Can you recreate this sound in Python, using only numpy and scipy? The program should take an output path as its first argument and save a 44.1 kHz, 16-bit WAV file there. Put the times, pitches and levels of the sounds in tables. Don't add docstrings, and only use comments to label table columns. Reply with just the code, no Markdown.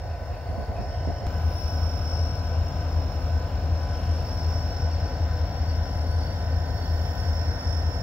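import sys
import numpy as np
from scipy import signal
from scipy.fft import rfft, irfft, next_fast_len
from scipy.io import wavfile
from scipy.ndimage import uniform_filter1d, map_coordinates

SR = 44100
rng = np.random.default_rng(int(sys.argv[2]) if len(sys.argv) > 2 else 0)


def boost(x):
    u = np.asarray(x, float) / 20
    return 10 ** u


def to_wav(sig):
    pcm = np.clip(np.atleast_2d(sig), -1, 1) * 32767
    pcm = np.round(pcm).astype(np.int16)
    wavfile.write(sys.argv[1], SR, pcm.T)


N = 353682
SPOT_CHANGE_S = 1.2685


def rms_one(x):
    return x / np.sqrt(np.mean(x ** 2) + 1e-20)


def in_time(rows):
    s, *columns = np.transpose(rows)
    return [np.interp(np.arange(N) / SR, s, column) for column in columns]


def at_hz(points, hz):
    point_hz, value = np.array(points)[:, :2].T
    return np.interp(np.log(hz), np.log(point_hz), value)


def by_spot(first, second):
    return np.where(np.arange(N) < SPOT_CHANGE_S * SR, first, second)


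def swells(events):
    t = np.arange(N) / SR
    return sum(db * np.exp(-((t - s) / half_s) ** 2) for s, db, half_s in events)


def drift(rate):
    r = np.exp(-80 * np.pi * rate / SR)
    slow = signal.lfilter([1], [1, -2 * r, r * r], rng.standard_normal(N // 40 + 4002))[4000:]
    return np.interp(np.arange(N) / 40, np.arange(len(slow)), rms_one(slow))


def scatter(width_hz):
    lowpass = signal.butter(2, width_hz, fs=SR / 20, output="sos")
    slow = signal.sosfilt(lowpass, rng.standard_normal((4, N // 20 + 2002)))
    a, b, c, d = [np.interp(np.arange(N) / 20, np.arange(N // 20 + 2), rms_one(v[2000:])) for v in slow]
    return np.array([a + 1j * b, c + 1j * d]) / np.sqrt(2)


def haze(hz, width_hz):
    return np.sqrt(2) * (scatter(width_hz) * np.exp(2j * np.pi * hz * np.arange(N) / SR)).real


def pan(x, db):
    return np.array([x * boost(db / 2), x * boost(-db / 2)])


def tone(hz, wander_hz, flutter_db):
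    phase = 2 * np.pi * (np.cumsum(hz + wander_hz * drift(4.29)) / SR + rng.random())
    return np.sqrt(2) * np.sin(phase) * boost(flutter_db * drift(5)), phase


def bursts(events, low_hz, high_hz, decay_s, rise_s, alike):
    t, shape = np.arange(N) / SR, np.zeros(N)
    for s, db in events:
        after = np.maximum(t - s, 0)
        shape += boost(db) * (1 - np.exp(-after / rise_s)) * np.exp(-after / decay_s)
    band = signal.butter(2, [low_hz, high_hz], "band", fs=SR, output="sos")
    noise = signal.sosfilt(band, rng.standard_normal((2, N)))
    return rms_one(noise + alike * noise[::-1]) * shape


# (time [s], heading [0 first spot .. 2 facing train], left lag [samples])
HEADING = [
    (0, 0, -2),
    (1.268, 0, -2),
    (1.27, 1, -2.5),
    (3.5, 1, -2),
    (5, 1.5, 1),
    (6, 2, 4),
    (8.02, 2, 6),
]


def microphone_turn():
    return in_time(HEADING)


def arrive(x, lag):
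    n = np.arange(N)
    left = map_coordinates(x[0], [n - lag / 2], order=3)
    right = map_coordinates(x[1], [n + lag / 2], order=3)
    return np.array([left, right])


def settling_db():
    return -5.5 * np.exp(-np.arange(N) / SR / 0.22)


# (time [s], depth [dB], half width [s])
LULLS = [(.18, -4, 0.027), (.265, -5, 0.025), (.42, -8, 0.049), (.66, -9, 0.012), (.735, -1, 0.013),
         (.93, -1.5, 0.016), (1.17, -3, 0.034)]


def lull_db():
    return swells(LULLS)


# (frequency [Hz], likeness [0..1])
LIKENESS = [(60, 0.91), (150, 1), (300, 0.85), (650, 0.83), (1200, 0.36), (2300, 0.69), (3500, .55),
            (7000, 0.39), (13000, 0.21)]
# (frequency [Hz], left-right level [dB])
BALANCE_DB = [(60, 10.5), (300, 1.5), (650, 1), (1200, 2), (2300, 2.5), (3500, -5.5), (7000, 7),
              (11000, 1.5), (16000, -8)]


def banded_noise(spectra, patchy_db, heading):
    hz, *columns = np.transpose(spectra)
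    size = next_fast_len(N)
    white = rfft(rng.standard_normal((2, size), dtype=np.float32))
    step = 4 * np.log2(np.arange(size // 2 + 1) * SR / size + 1)
    out = 0
    for band in range(int(4 * np.log2(hz[0])) + 1, int(4 * np.log2(hz[-1])) + 1):
        overlap = np.maximum(1 - np.abs(step - band), 0).astype(np.float32)
        mid, side = irfft(white * overlap, size)[:, :N]
        centre = 2 ** (band / 4)
        level_db = [np.interp(np.log(centre), np.log(hz), column) for column in columns]
        alike = np.clip(at_hz(LIKENESS, centre), 0, .999)
        heading_db = np.interp(heading[::40], range(len(columns)), level_db)
        gain = boost(heading_db + patchy_db * drift(3.5)[::40])
        gain = np.interp(np.arange(N) / 40, np.arange(len(gain)), gain)
        both = np.sqrt(1 + alike) * mid + np.sqrt(1 - alike) * side * [[1], [-1]]
        out = out + gain * both * pan(1, at_hz(BALANCE_DB, centre))[:, None]
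    return rms_one(out)


# (frequency [Hz], level per Hz [dB])
HISS = [(8000, -30), (9700, -16), (11000, -6), (13000, -6.5), (15000, -5), (16400, 1.5), (20000, -20)]
# (time [s], lift [dB], half width [s])
HISS_GUSTS = [(1.62, 4, .4), (4.3, 1, .4), (7.05, 6, .36)]


def microphone_hiss(heading):
    level_db = by_spot(-72.5 + 0.49 * settling_db(), -68.5 + swells(HISS_GUSTS))
    return boost(level_db + 10.0) * banded_noise(HISS, patchy_db=0.5, heading=heading)


# (time [s], peak level [dB])
PUFFS = [(0.206, -48), (0.306, -35), (0.489, -30), (0.574, -28), (0.686, -30), (0.785, -24), (1.069, -20.5),
         (1.211, -31.5)]


def wind_puffs():
    return boost(2.5) * bursts(PUFFS, low_hz=40, high_hz=200, decay_s=.025, rise_s=.012, alike=.1)


# (time [s], level [dB])
RUSTLE_LOW = [(.08, -52), (.3, -52), (.75, -50)]
RUSTLE_HIGH = [(.9, -56), (1.12, -59)]


def brush_rustle():
    low = bursts(RUSTLE_LOW, low_hz=2440, high_hz=2700, decay_s=0.067, rise_s=0.021, alike=.7)
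    high = bursts(RUSTLE_HIGH, low_hz=2850, high_hz=3140, decay_s=0.15, rise_s=0.035, alike=.7)
    return low + high


# (time [s], peak level [dB])
TICKS = [
    (1.2655, -42),
    (4.0335, -31),
]


def ticks():
    click = bursts(TICKS[:1], low_hz=1500, high_hz=15000, decay_s=0.00055, rise_s=0.00015, alike=.8)
    tick = bursts(TICKS[1:], low_hz=1800, high_hz=4200, decay_s=0.0012, rise_s=0.00018, alike=.8)
    return boost(1.0) * click + boost(-7.0) * tick


# (frequency [Hz], level at heading 0 [dB], at heading 1 [dB], at heading 2 [dB])
RADIATOR = [(808, -5.5, -2.5, 0), (1183, -11, -7.5, -12), (1637, -11.5, -5.5, -1),
            (1828, -18.5, -29, -25.5), (2103, -12.5, -11.5, -9), (2305, -27.5, -21.5, -22),
            (2775, -11, -5, -16), (2987, -29, -24, -18), (4000, -24.5, -19.5, -19.5), (5100, -24, -20, -25),
            (5670, -29.5, -29.5, -28.5), (7500, -32, -26.5, -26), (8450, -39, -41.5, -48.5),
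            (9590, -41.5, -39.5, -45)]
# (time [s], lift [dB], half width [s])
AIR_GUST = [(7.55, 2, 0.64)]


def radiator_air(heading):
    level_db = by_spot(-53.5, -54) + 0.66 * settling_db() + 0.17 * lull_db() + swells(AIR_GUST)
    return boost(level_db + 8) * banded_noise(RADIATOR, patchy_db=0.9, heading=heading)


# (frequency [Hz], level at first spot [dB], at second spot [dB])
RUMBLE = [(25, -36, -36), (44.7, -19, -8.5), (75, -3, -7.5), (111, -7, -5.5), (167, -21.5, -14),
          (390, -19, -17.5), (532, -13, -10.5), (725, -13.5, -17), (830, -18, -16), (1206, -51, -55)]


def yard_rumble(heading):
    level_db = by_spot(-36.5, -39.5) + settling_db() + 0.63 * lull_db()
    return boost(level_db + 1.92) * banded_noise(RUMBLE, patchy_db=0.7, heading=heading)


TONE_HZ = [1260, 1533.5, 1539, 1500, 2736.2, 3504, 3648.3, 6042, 7072.6, 8792]
# (level at first spot [dB], at second spot [dB], left-right level [dB], wander [Hz])
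TONES = [(-76, -63.5, 4.5, 2.96), (-69, -59.5, 10.5, 2.33), (-65, -88, -2, 0.61), (-68, -58.5, 2, 2.54),
         (-70.5, -70.5, -3, 0.26), (-93, -79.5, -14.5, 0.29), (-77, -73, 14.5, 0.6), (-91, -76.5, 1.5, 2.5),
         (-86, -81.5, 15.5, 2.7), (-100, -105, 1, 3)]


def alternator_and_fans():
    out = 0
    for hz, (first_db, second_db, side_db, wander_hz) in zip(TONE_HZ, TONES):
        out = out + pan(boost(by_spot(first_db, second_db)) * tone(hz, wander_hz, flutter_db=2.0)[0], side_db)
    return out


# (time [s], change [dB], half width [s])
WHINE_FADES = [(.95, 5.5, .15), (3.1, -2, .3), (5.69, -2, .08), (6.15, -14, 0.14), (8.0, -2, 0.16)]


def alternator_whine():
    rising_db = -67 + 2 * (np.arange(N) / SR - SPOT_CHANGE_S)
    level_db = by_spot(-63, rising_db) + swells(WHINE_FADES)
    whine = tone(1824.1, wander_hz=.15, flutter_db=.3)[0]
    return pan(boost(level_db - 1) * whine, 7)


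def whistle(hz, firing, below, above, skirt_db, width_hz):
    blade = 1 + below * np.exp(-1j * firing) * (.7 + .7 * scatter(5)) + above * np.exp(1j * firing) * scatter(5)
    blade += boost(skirt_db) * scatter(width_hz) + boost(skirt_db + 1.5) * scatter(5 * width_hz)
    blade += boost(skirt_db - 7) * scatter(22 * width_hz)
    phase = tone(hz, wander_hz=0.93, flutter_db=0)[1]
    wave = blade * np.exp(1j * phase) * np.exp(1j * np.array([[0], [2.2]]))
    wave = wave / np.sqrt(np.mean(np.abs(wave) ** 2))
    octave = wave * np.exp(1j * np.angle(wave))
    return np.sqrt(2) * wave.real, np.sqrt(2) * octave.real


FAR_BY_HEADING_DB = [-68, -72, -62.5]
# (time [s], lift [dB], half width [s])
FAR_SWELLS = [(.62, 2.5, .12), (1.0, 2, .08), (1.22, 4, .05), (4.38, 7, 0.31), (5.0, 8, .12),
              (5.69, 7, .06), (6.08, 3.5, 0.07), (6.27, 8, 0.11), (6.83, 6.5, .13), (7.24, 4, 0.068),
              (7.77, -2, .1)]


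def far_turbocharger(firing, heading):
    level_db = np.interp(heading, range(3), FAR_BY_HEADING_DB) + swells(FAR_SWELLS)
    hz = by_spot(4520, 4511)
    far = whistle(hz, firing * .84, below=.45, above=.7, skirt_db=-7, width_hz=10)[0]
    return boost(level_db + 5.5) * far


# (time [s], level [dB], left-right level [dB])
WHISTLE = [(0.0, -64.5, 0.0), (0.76, -68, -1.0), (0.8, -59.5, -0.5), (1.41, -59, -3), (1.63, -50, 5),
           (1.85, -53.5, -9), (2.21, -48, 5), (2.37, -55.5, 4.5), (3.42, -58.5, -3.5), (3.48, -61, 1),
           (4.56, -51, 0.0), (5.23, -56.5, 1.0), (5.85, -55, 4.5), (6.7, -58, -8), (7.68, -50, -6),
           (7.77, -53, -15), (7.86, -54.5, -4), (8.02, -57, -15)]
# (time [s], lift [dB], half width [s])
OCTAVE_SWELLS = [(.6, 4, .3), (1.55, 8, .12), (2.0, 8, 0.53), (3.2, 3, .2), (4.15, 7, 0.33),
                 (6.15, 8.5, .3), (7.2, 7, .15), (7.7, 8.5, 0.27)]


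def near_turbocharger(firing):
    level_db, side_db = uniform_filter1d(in_time(WHISTLE), size=SR // 10)
    octave_db = -79.5 + 5 + swells(OCTAVE_SWELLS)
    near, octave = whistle(5358, firing, below=.36, above=.15, skirt_db=-10, width_hz=14)
    near = near + boost(-21.5) * haze(hz=5720, width_hz=180)
    octave = octave + boost(-3) * haze(hz=10750, width_hz=260)
    return (boost(level_db + 9.5) * near + boost(octave_db) * octave) * pan(1, side_db)


# (crank order, level at first spot [dB], second spot [dB], left-right [dB])
GEARS = [(158, -54, -51, 2.5), (237, -72, -60, 1.1), (238, -57, -75, 1.1)]


def gears(turns):
    out = 0
    for order, first_db, second_db, side_db in GEARS:
        level_db = by_spot(first_db, second_db) + 0.67 * drift(4.3)
        mesh = np.sqrt(2) * np.sin(2 * np.pi * round(order) * turns)
        out = out + pan(boost(level_db) * mesh, side_db)
    return out


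# (frequency [Hz], order level at first spot [dB], at second spot [dB])
CLATTER = [(190, -70, -58.5), (295, -79, -60), (380, -80, -80.5), (507, -72, -68.5), (716, -54.5, -56.5),
           (780, -77, -61.5), (904, -78, -83.5), (1210, -85, -89), (1700, -82, -73)]


def engine(speed, crank, spread, orders, ring, clatter_db):
    size = 4096
    turns = np.cumsum(speed) / SR
    low, *levels = np.transpose(orders)
    hz, *clatter = np.transpose(CLATTER)
    high = np.arange(int(low[-1]) + 1, 270)
    heard = []
    for start, level_db, colour_db in zip(crank, levels, clatter):
        lines = np.zeros(size // 2 + 1, complex)
        lines[low.astype(int)] = boost(level_db) * np.exp(2j * np.pi * spread * low ** 2)
        uneven = rng.standard_normal(len(high)) + 1j * rng.standard_normal(len(high))
        lines[high] = boost(np.interp(high * speed[-1], hz, colour_db) + clatter_db) * uneven / np.sqrt(2)
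        for order, ring_db in ring:
            lines[order] *= boost(ring_db) / np.abs(lines[order])
        cycle = irfft(lines) * size / np.sqrt(2)
        angle = (turns + start) % 1 * size
        heard.append(np.interp(angle, np.arange(size + 1), np.append(cycle, cycle[0])))
    return by_spot(*heard), turns


# (crank order, level at first spot [dB], at second spot [dB])
SLOW_ORDERS = [(7, -69, -70), (8, -50, -46), (9, -62, -53), (10, -60, -55), (11, -53, -59), (12, -54, -51),
               (13, -51, -41), (14, -62, -45), (15, -37, -28), (16, -51, -42), (17, -43, -37),
               (18, -71, -49), (19, -62, -61), (20, -57, -59), (21, -60, -47), (22, -60, -62),
               (23, -66, -54), (24, -54, -52), (25, -56, -57), (26, -55, -65), (27, -62, -58),
               (28, -69, -58), (29, -70, -59), (30, -68, -70)]
# (crank order, level [dB])
SLOW_RING = [(50, -59), (101, -60), (128, -62), (134, -60), (144, -58), (158, -63)]
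# (time [s], speed [rev per s])
SLOW_HUNT = [(1.27, 5.3014), (2.5, 5.301), (4.5, 5.3111), (8.02, 5.3212)]


def slow_engine():
    speed = by_spot(5.332, in_time(SLOW_HUNT)[0])
    return engine(speed, (.814, .662), .017, SLOW_ORDERS, SLOW_RING, clatter_db=-9.0)[0]


# (crank order, level at first spot [dB], at second spot [dB])
FAST_ORDERS = [(7, -61, -63), (8, -40, -37), (9, -44, -42), (10, -56, -45), (11, -41, -39), (12, -49, -48),
               (13, -42, -33), (14, -60, -55), (15, -42, -39), (16, -54, -47), (17, -49, -45),
               (18, -59, -62), (19, -60, -53), (20, -64, -67), (21, -67, -61), (22, -54, -74),
               (23, -61, -56), (24, -59, -48), (25, -61, -65), (26, -64, -49), (27, -73, -56),
               (28, -71, -58), (29, -70, -64), (30, -71, -58)]
# (crank order, level
# [dB])
FAST_RING = [(31, -60), (78, -57), (86, -56), (102, -55), (104, -54), (109, -57), (111, -54), (113, -53),
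             (124, -61), (133, -63), (170, -68)]


def fast_engine():
    speed = np.full(N, 6.321)
    return engine(speed, (.870, .465), .056, FAST_ORDERS, FAST_RING, clatter_db=0.7)


def scene():
    heading, lag = microphone_turn()
    fast, turns = fast_engine()
    firing = 2 * np.pi * 8 * turns
    engine_db = by_spot(2 + 0.64 * settling_db() + lull_db(), 0)
    engines = pan((fast + slow_engine()) * boost(engine_db), by_spot(-.8, 2.4))
    air = yard_rumble(heading) + radiator_air(heading) + microphone_hiss(heading)
    yard = arrive(engines + gears(turns) + air, lag)
    whistles = near_turbocharger(firing) + far_turbocharger(firing, heading)
    tones = alternator_and_fans() + alternator_whine()
    return yard + whistles + tones + wind_puffs() + ticks() + brush_rustle()


def top_cut(x):
    return signal.sosfilt(signal.butter(12, 16800, fs=SR, output="sos"), x)


def record(dry):
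    steep = signal.ellip(12, .5, 70, 15715, fs=SR, output="sos")
    return top_cut(signal.sosfilt(steep, dry))


dry = scene()
out = record(dry)
to_wav(out)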